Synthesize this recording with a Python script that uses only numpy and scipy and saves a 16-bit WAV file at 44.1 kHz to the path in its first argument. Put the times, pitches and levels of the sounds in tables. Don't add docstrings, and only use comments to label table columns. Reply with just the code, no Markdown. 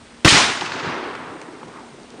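import sys
import numpy as np
from scipy import signal
from scipy.fft import rfft, irfft
from scipy.io import wavfile
from scipy.ndimage import uniform_filter1d

SR = 44100
rng = np.random.default_rng(int(sys.argv[2]) if len(sys.argv) > 2 else 0)


def generate_wav(signal):
    frames = np.transpose(np.atleast_2d(signal))
    scaled = np.clip(frames, -1, 1) * 32767
    pcm = np.round(scaled).astype(np.int16)
    wavfile.write(sys.argv[1], SR, pcm)


N = 97020
T = np.arange(N) / SR

# t/s, level/dB, length/ms
SHOCK_FRONTS = [(.2474, 3, 0.18), (0.2494, 6, 0.17), (0.2533, 3, 0.48), (0.2587, -4, 0.75),
                (0.2621, 1, 0.34), (0.2661, 8, 0.16), (0.2752, 14, 0.21), (.2798, 15, 0.068)]
# t/s, f/Hz, starting level/dB, 60 dB decay time/s
GAS_THUMPS = [(0.248, 318, -4.5, 0.049), (0.2529, 138, 3.5, 0.033), (0.264, 313, -12, 0.041),
              (0.2823, 300, -6.5, 0.009), (.3630, 330, -26, 0.025), (0.2646, 157, -18, 0.076),
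              (.3240, 147, -10.5, 0.048), (0.354, 175, -26, .08)]
FRONT_S = .00004


def blast():
    out, t = np.zeros(N), T[:6000]
    for start, db, length_ms in SHOCK_FRONTS:
        u = t * 1000 / length_ms
        onset = 1 - np.exp(-t / FRONT_S)
        swing = (1 - (u / 2) ** 2) * np.exp(-u * u / 2)
        add(out, start, -gain_of(db) * onset * swing)
    for start, hz, db, t60 in GAS_THUMPS:
        add(out, start, gain_of(db - 60 * t / t60) * np.sin(2 * np.pi * hz * t))
    return out


# t/s, middle level/dB, treble level/dB, bass level/dB
NEAR_LEVELS = [(.247, -10, -19, -28), (0.249, -17, -20, -28), (0.2555, -12, -7, -30),
               (0.256, -32, -16, -28), (0.259, -9, -14, -30), (.262, -10.5, -17, -25),
               (0.268, -17, -18, -25), (0.276, -16, -15, -22.5), (0.29, -23.5, -11, -20.5),
               (0.303, -21, -12.5, -33), (.33, -13, -12.5, -19), (0.375, -12.5, -14, -21.5),
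               (0.409, -16.5, -17, -29), (.5, -22.5, -26, -31), (.58, -30.5, -33, -42.5),
               (0.699, -37, -54, -68)]
# f/Hz, relative level/dB (per Hz)
NEAR_MIDDLE_COLOUR = [(290, -23), (550, -13.5), (800, -3.5), (1400, -4), (2200, -5.5), (3200, -12.5),
                      (6000, -37), (22000, -100)]
NEAR_TREBLE_COLOUR = [(1000, -30), (2000, -9), (3300, -4), (4800, -6.5), (6300, -10), (9200, -18),
                      (10200, -25), (22000, -76)]
NEAR_BASS_COLOUR = [(20, -30), (50, -21), (120, -3.5), (320, 1.5), (600, -6), (1200, -42), (22000, -84)]
NEAR_PATCHY_DB = .9


def near_trees():
    times, *band_levels = np.transpose(NEAR_LEVELS)
    colours = NEAR_MIDDLE_COLOUR, NEAR_TREBLE_COLOUR, NEAR_BASS_COLOUR
    roar = np.zeros(N)
    for db, colour, grain_s in zip(band_levels, colours, (.002, .001, .005)):
        band = scatter(colour, grain_s, spread_db=0.5, patchy_db=NEAR_PATCHY_DB)
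        roar += gain_of(np.interp(T, times, db, right=-120)) * band
    return (T > SHOCK_FRONTS[0][0]) * roar


# t/s, level/dB, centre f/Hz, decay/s (swell peaks at half of it)
SURFACE_SLAPS = [(0.248, 3.5, 2680, 0.0028), (0.2752, -1, 1852, 0.0091), (0.28, 1.5, 2410, 0.0023),
                 (.6102, -13, 2880, 0.0019), (.6135, -26, 1540, 0.0042), (.6200, -11, 874, 0.0038),
                 (.6560, -19, 2630, 0.01), (.6625, -18, 1220, 0.003), (.7185, -14, 1700, 0.0041),
                 (.7640, -22, 684, 0.006), (.7844, -30, 1420, 0.0036), (1.108, -28, 980, .006),
                 (1.150, -16, 1370, 0.0037), (1.313, -27, 586, 0.0049), (1.347, -29, 460, 0.0015),
                 (1.630, -23.5, 920, 0.003), (1.690, -39, 350, 0.0042), (1.768, -33, 1240, 0.011),
                 (2.145, -26, 285, 0.0042)]
SLAP_WIDTH, SLAP_RING, SLAP_NOISE = .8, .35, .25


def surface_slaps():
    out, t = np.zeros(N), T[:2000]
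    for start, db, hz, decay in SURFACE_SLAPS:
        edges = [hz / (1 + SLAP_WIDTH), hz * (1 + SLAP_WIDTH)]
        band = signal.butter(2, edges, "band", fs=SR)
        noise = evened(signal.lfilter(*band, rng.standard_normal(len(t))))
        burst = SLAP_RING * np.sin(2 * np.pi * hz * t) + SLAP_NOISE * noise
        u = 2 * t / decay
        swell = np.e * u * np.exp(-u)
        add(out, start, gain_of(db) * burst * swell)
    return out


# t/s, roar level/dB, bass level/dB, deep bass level/dB
FAR_LEVELS = [(.55, -44, -37, -55), (.62, -30.5, -37, -37.5), (.70, -32.5, -38, -43.5),
              (.76, -29, -37, -45), (.82, -29, -34, -46), (.88, -27.5, -33, -34), (0.951, -28, -34, -42),
              (1.02, -30.5, -33, -50), (1.12, -31.5, -36.5, -45), (1.2, -35, -40.5, -47),
              (1.3, -36.5, -38.5, -48.5), (1.4, -39.5, -40, -56), (1.52, -42, -42, -51),
              (1.6, -43.5, -41, -55), (1.68, -46.5, -41, -49), (1.76, -38.5, -44, -52),
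              (1.83, -44, -45, -55), (1.92, -47.5, -50, -59), (2.0, -55, -46, -56), (2.07, -60, -47.5, -63),
              (2.12, -54, -46, -65), (2.2, -47, -41, -60)]
# f/Hz, relative level/dB (per Hz)
FAR_ROAR_COLOUR = [(300, -28), (550, -10), (950, -2), (1400, -3.5), (2100, -8), (3300, -13.5), (4800, -18),
                   (6500, -24.5), (8000, -34.5), (10000, -49.5), (22000, -100)]
FAR_BASS_COLOUR = [(110, -57), (190, -22.5), (243, -2), (386, -1.5), (447, -4), (700, -13.5), (910, -14),
                   (1540, -120)]
FAR_DEEP_COLOUR = [(20, -28), (45, -29), (90, -8), (150, 1), (200, -1.5), (300, -36), (22000, -120)]
FAR_S, FAR_RISE_S = .85, 0.16
AIR_DB_PER_S, AIR_POWER = 4, 1.334
FAR_PATCHY_DB = 1.1


def far_woods():
    times, roar_db, bass_db, deep_db = np.transpose(FAR_LEVELS)
    roar = scatter(FAR_ROAR_COLOUR, 0.0036, spread_db=1.0, air_db=AIR_DB_PER_S, patchy_db=FAR_PATCHY_DB)
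    bass = scatter(FAR_BASS_COLOUR, .004, spread_db=2.0, patchy_db=FAR_PATCHY_DB)
    deep = scatter(FAR_DEEP_COLOUR, 0.013, spread_db=-2.1, patchy_db=-2.85)
    rumble = gain_of(np.interp(T, times, roar_db)) * roar
    rumble += gain_of(np.interp(T, times, bass_db)) * bass
    rumble += gain_of(np.interp(T, times, deep_db)) * deep
    return np.clip(1 + (T - times[0]) / FAR_RISE_S, 0, 1) * rumble


# t/s, level/dB (before the burst's own noise level)
DEBRIS_TICKS = [(1.3524, -40), (1.4160, -27.5), (1.4254, -32), (1.434, -45), (1.5734, -50), (1.6824, -41),
                (2.0326, -35), (2.104, -33)]
TICK_S, TICK_LOW_HZ, TICK_HIGH_HZ = 0.0015, 1700, 7000
TICK_BODY_HZ, TICK_BODY = 2220, 0.41


def debris_ticks():
    out, t = np.zeros(N), T[:2000]
    band = signal.butter(2, [TICK_LOW_HZ, TICK_HIGH_HZ], "band", fs=SR)
    for start, db in DEBRIS_TICKS:
        noise = signal.lfilter(*band, rng.standard_normal(len(t)))
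        body = TICK_BODY * np.sin(2 * np.pi * TICK_BODY_HZ * t)
        add(out, start, gain_of(db) * (noise + body) * np.exp(-t / TICK_S))
    return out


# f/Hz, relative level/dB (per Hz)
HISS_COLOUR = [(20, -23), (40, -8), (120, -8.5), (200, 1), (450, -2.5), (1400, -6.5), (3500, -11.5),
               (7300, -18.5), (8500, -18.5), (10000, -23), (22000, -62)]
HISS_DB = -46.5


def hiss():
    return gain_of(HISS_DB) * scatter(HISS_COLOUR, 0.00057, spread_db=1, patchy_db=-0.54)


# t/s, level/dB
WIND_LEVELS = [(0, -56), (.2, -62.5), (.5, -76), (1.8, -72), (2.2, -65)]
# f/Hz, relative level/dB (per Hz)
WIND_SPECTRUM = [(15, -13), (40, -2), (110, -2), (250, -20), (22000, -120)]


def wind():
    return gain_of(np.interp(T, *np.transpose(WIND_LEVELS))) * scatter(WIND_SPECTRUM, .02, spread_db=-3.0)


# f/Hz, rms level/dB, fuzz bandwidth/Hz, fuzz amount/0-1
THIN_TONES = [(236, -52.5, 3, 0.17), (7950, -74.5, 30, .6), (8680, -67, 90, .8)]


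def hum_and_insects():
    out = np.zeros(N)
    for hz, db, width, fuzz in THIN_TONES:
        noise = rng.standard_normal(N) + 1j * rng.standard_normal(N)
        slow = signal.lfilter([1], [1, -np.exp(-np.pi * width / SR)], noise)
        carrier = np.exp(2j * np.pi * hz * T)
        tone = ((1 + fuzz * slow / np.std(slow)) * carrier).real
        out += gain_of(db) * evened(tone)
    return out


def scatter(colour, grain_s, spread_db, air_db=0., patchy_db=0.):
    size = max(round(grain_s * SR), 1)
    clumps = rng.exponential(1, N) - 1
    clumps = evened(uniform_filter1d(uniform_filter1d(clumps, size), size))
    grains = evened(rng.standard_normal(N) * gain_of(spread_db * clumps))
    hz, t, z = signal.stft(grains, SR, nperseg=512, noverlap=384)
    patches = uniform_filter1d(rng.standard_normal(z.shape), 8, 0)
    patches = evened(uniform_filter1d(patches, 6, 1))
    loss_db = air_db * ((hz[:, None] / 1000) ** AIR_POWER - 1) * np.maximum(t - FAR_S, -.2)
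    z = z * gain_of(patchy_db * patches - loss_db)
    patchy = signal.istft(z, SR, nperseg=512, noverlap=384)[1][:N]
    tint = evened(gain_of(read(colour, np.fft.rfftfreq(N, 1 / SR))))
    return irfft(rfft(patchy) * tint, N)


def gain_of(db):
    return 10 ** (np.asarray(db) / 20)


def evened(x):
    return x / np.sqrt(np.mean(x ** 2) + 1e-20)


def read(points, hz):
    f, value = np.transpose(points)
    return np.interp(np.log(hz + 1), np.log(f + 1), value)


def add(mix, start, sound):
    part = mix[round(start * SR):][:len(sound)]
    part += sound[:len(part)]


def below(x, edge_hz):
    return signal.oaconvolve(x, signal.firwin(801, edge_hz, window=("kaiser", 10), fs=SR), "same")


TREBLE_HZ, EDGE_HZ = 10100, 16200
CLIP_DB, KNEE = -.4, 5.0
TOP_DB = -9


def scene():
    echoes = near_trees() + surface_slaps() + far_woods()
    soft = echoes + debris_ticks() + hiss() + wind() + hum_and_insects()
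    return (blast() + below(soft, TREBLE_HZ))[None]


def record(dry):
    drive = abs(dry[0] / gain_of(CLIP_DB))
    held = dry[0] / (1 + drive ** KNEE) ** (1 / KNEE)
    body = below(held, TREBLE_HZ)
    top = held - body
    return below(body + gain_of(TOP_DB) * top, EDGE_HZ)[None]


dry = scene()
out = record(dry)
generate_wav(out)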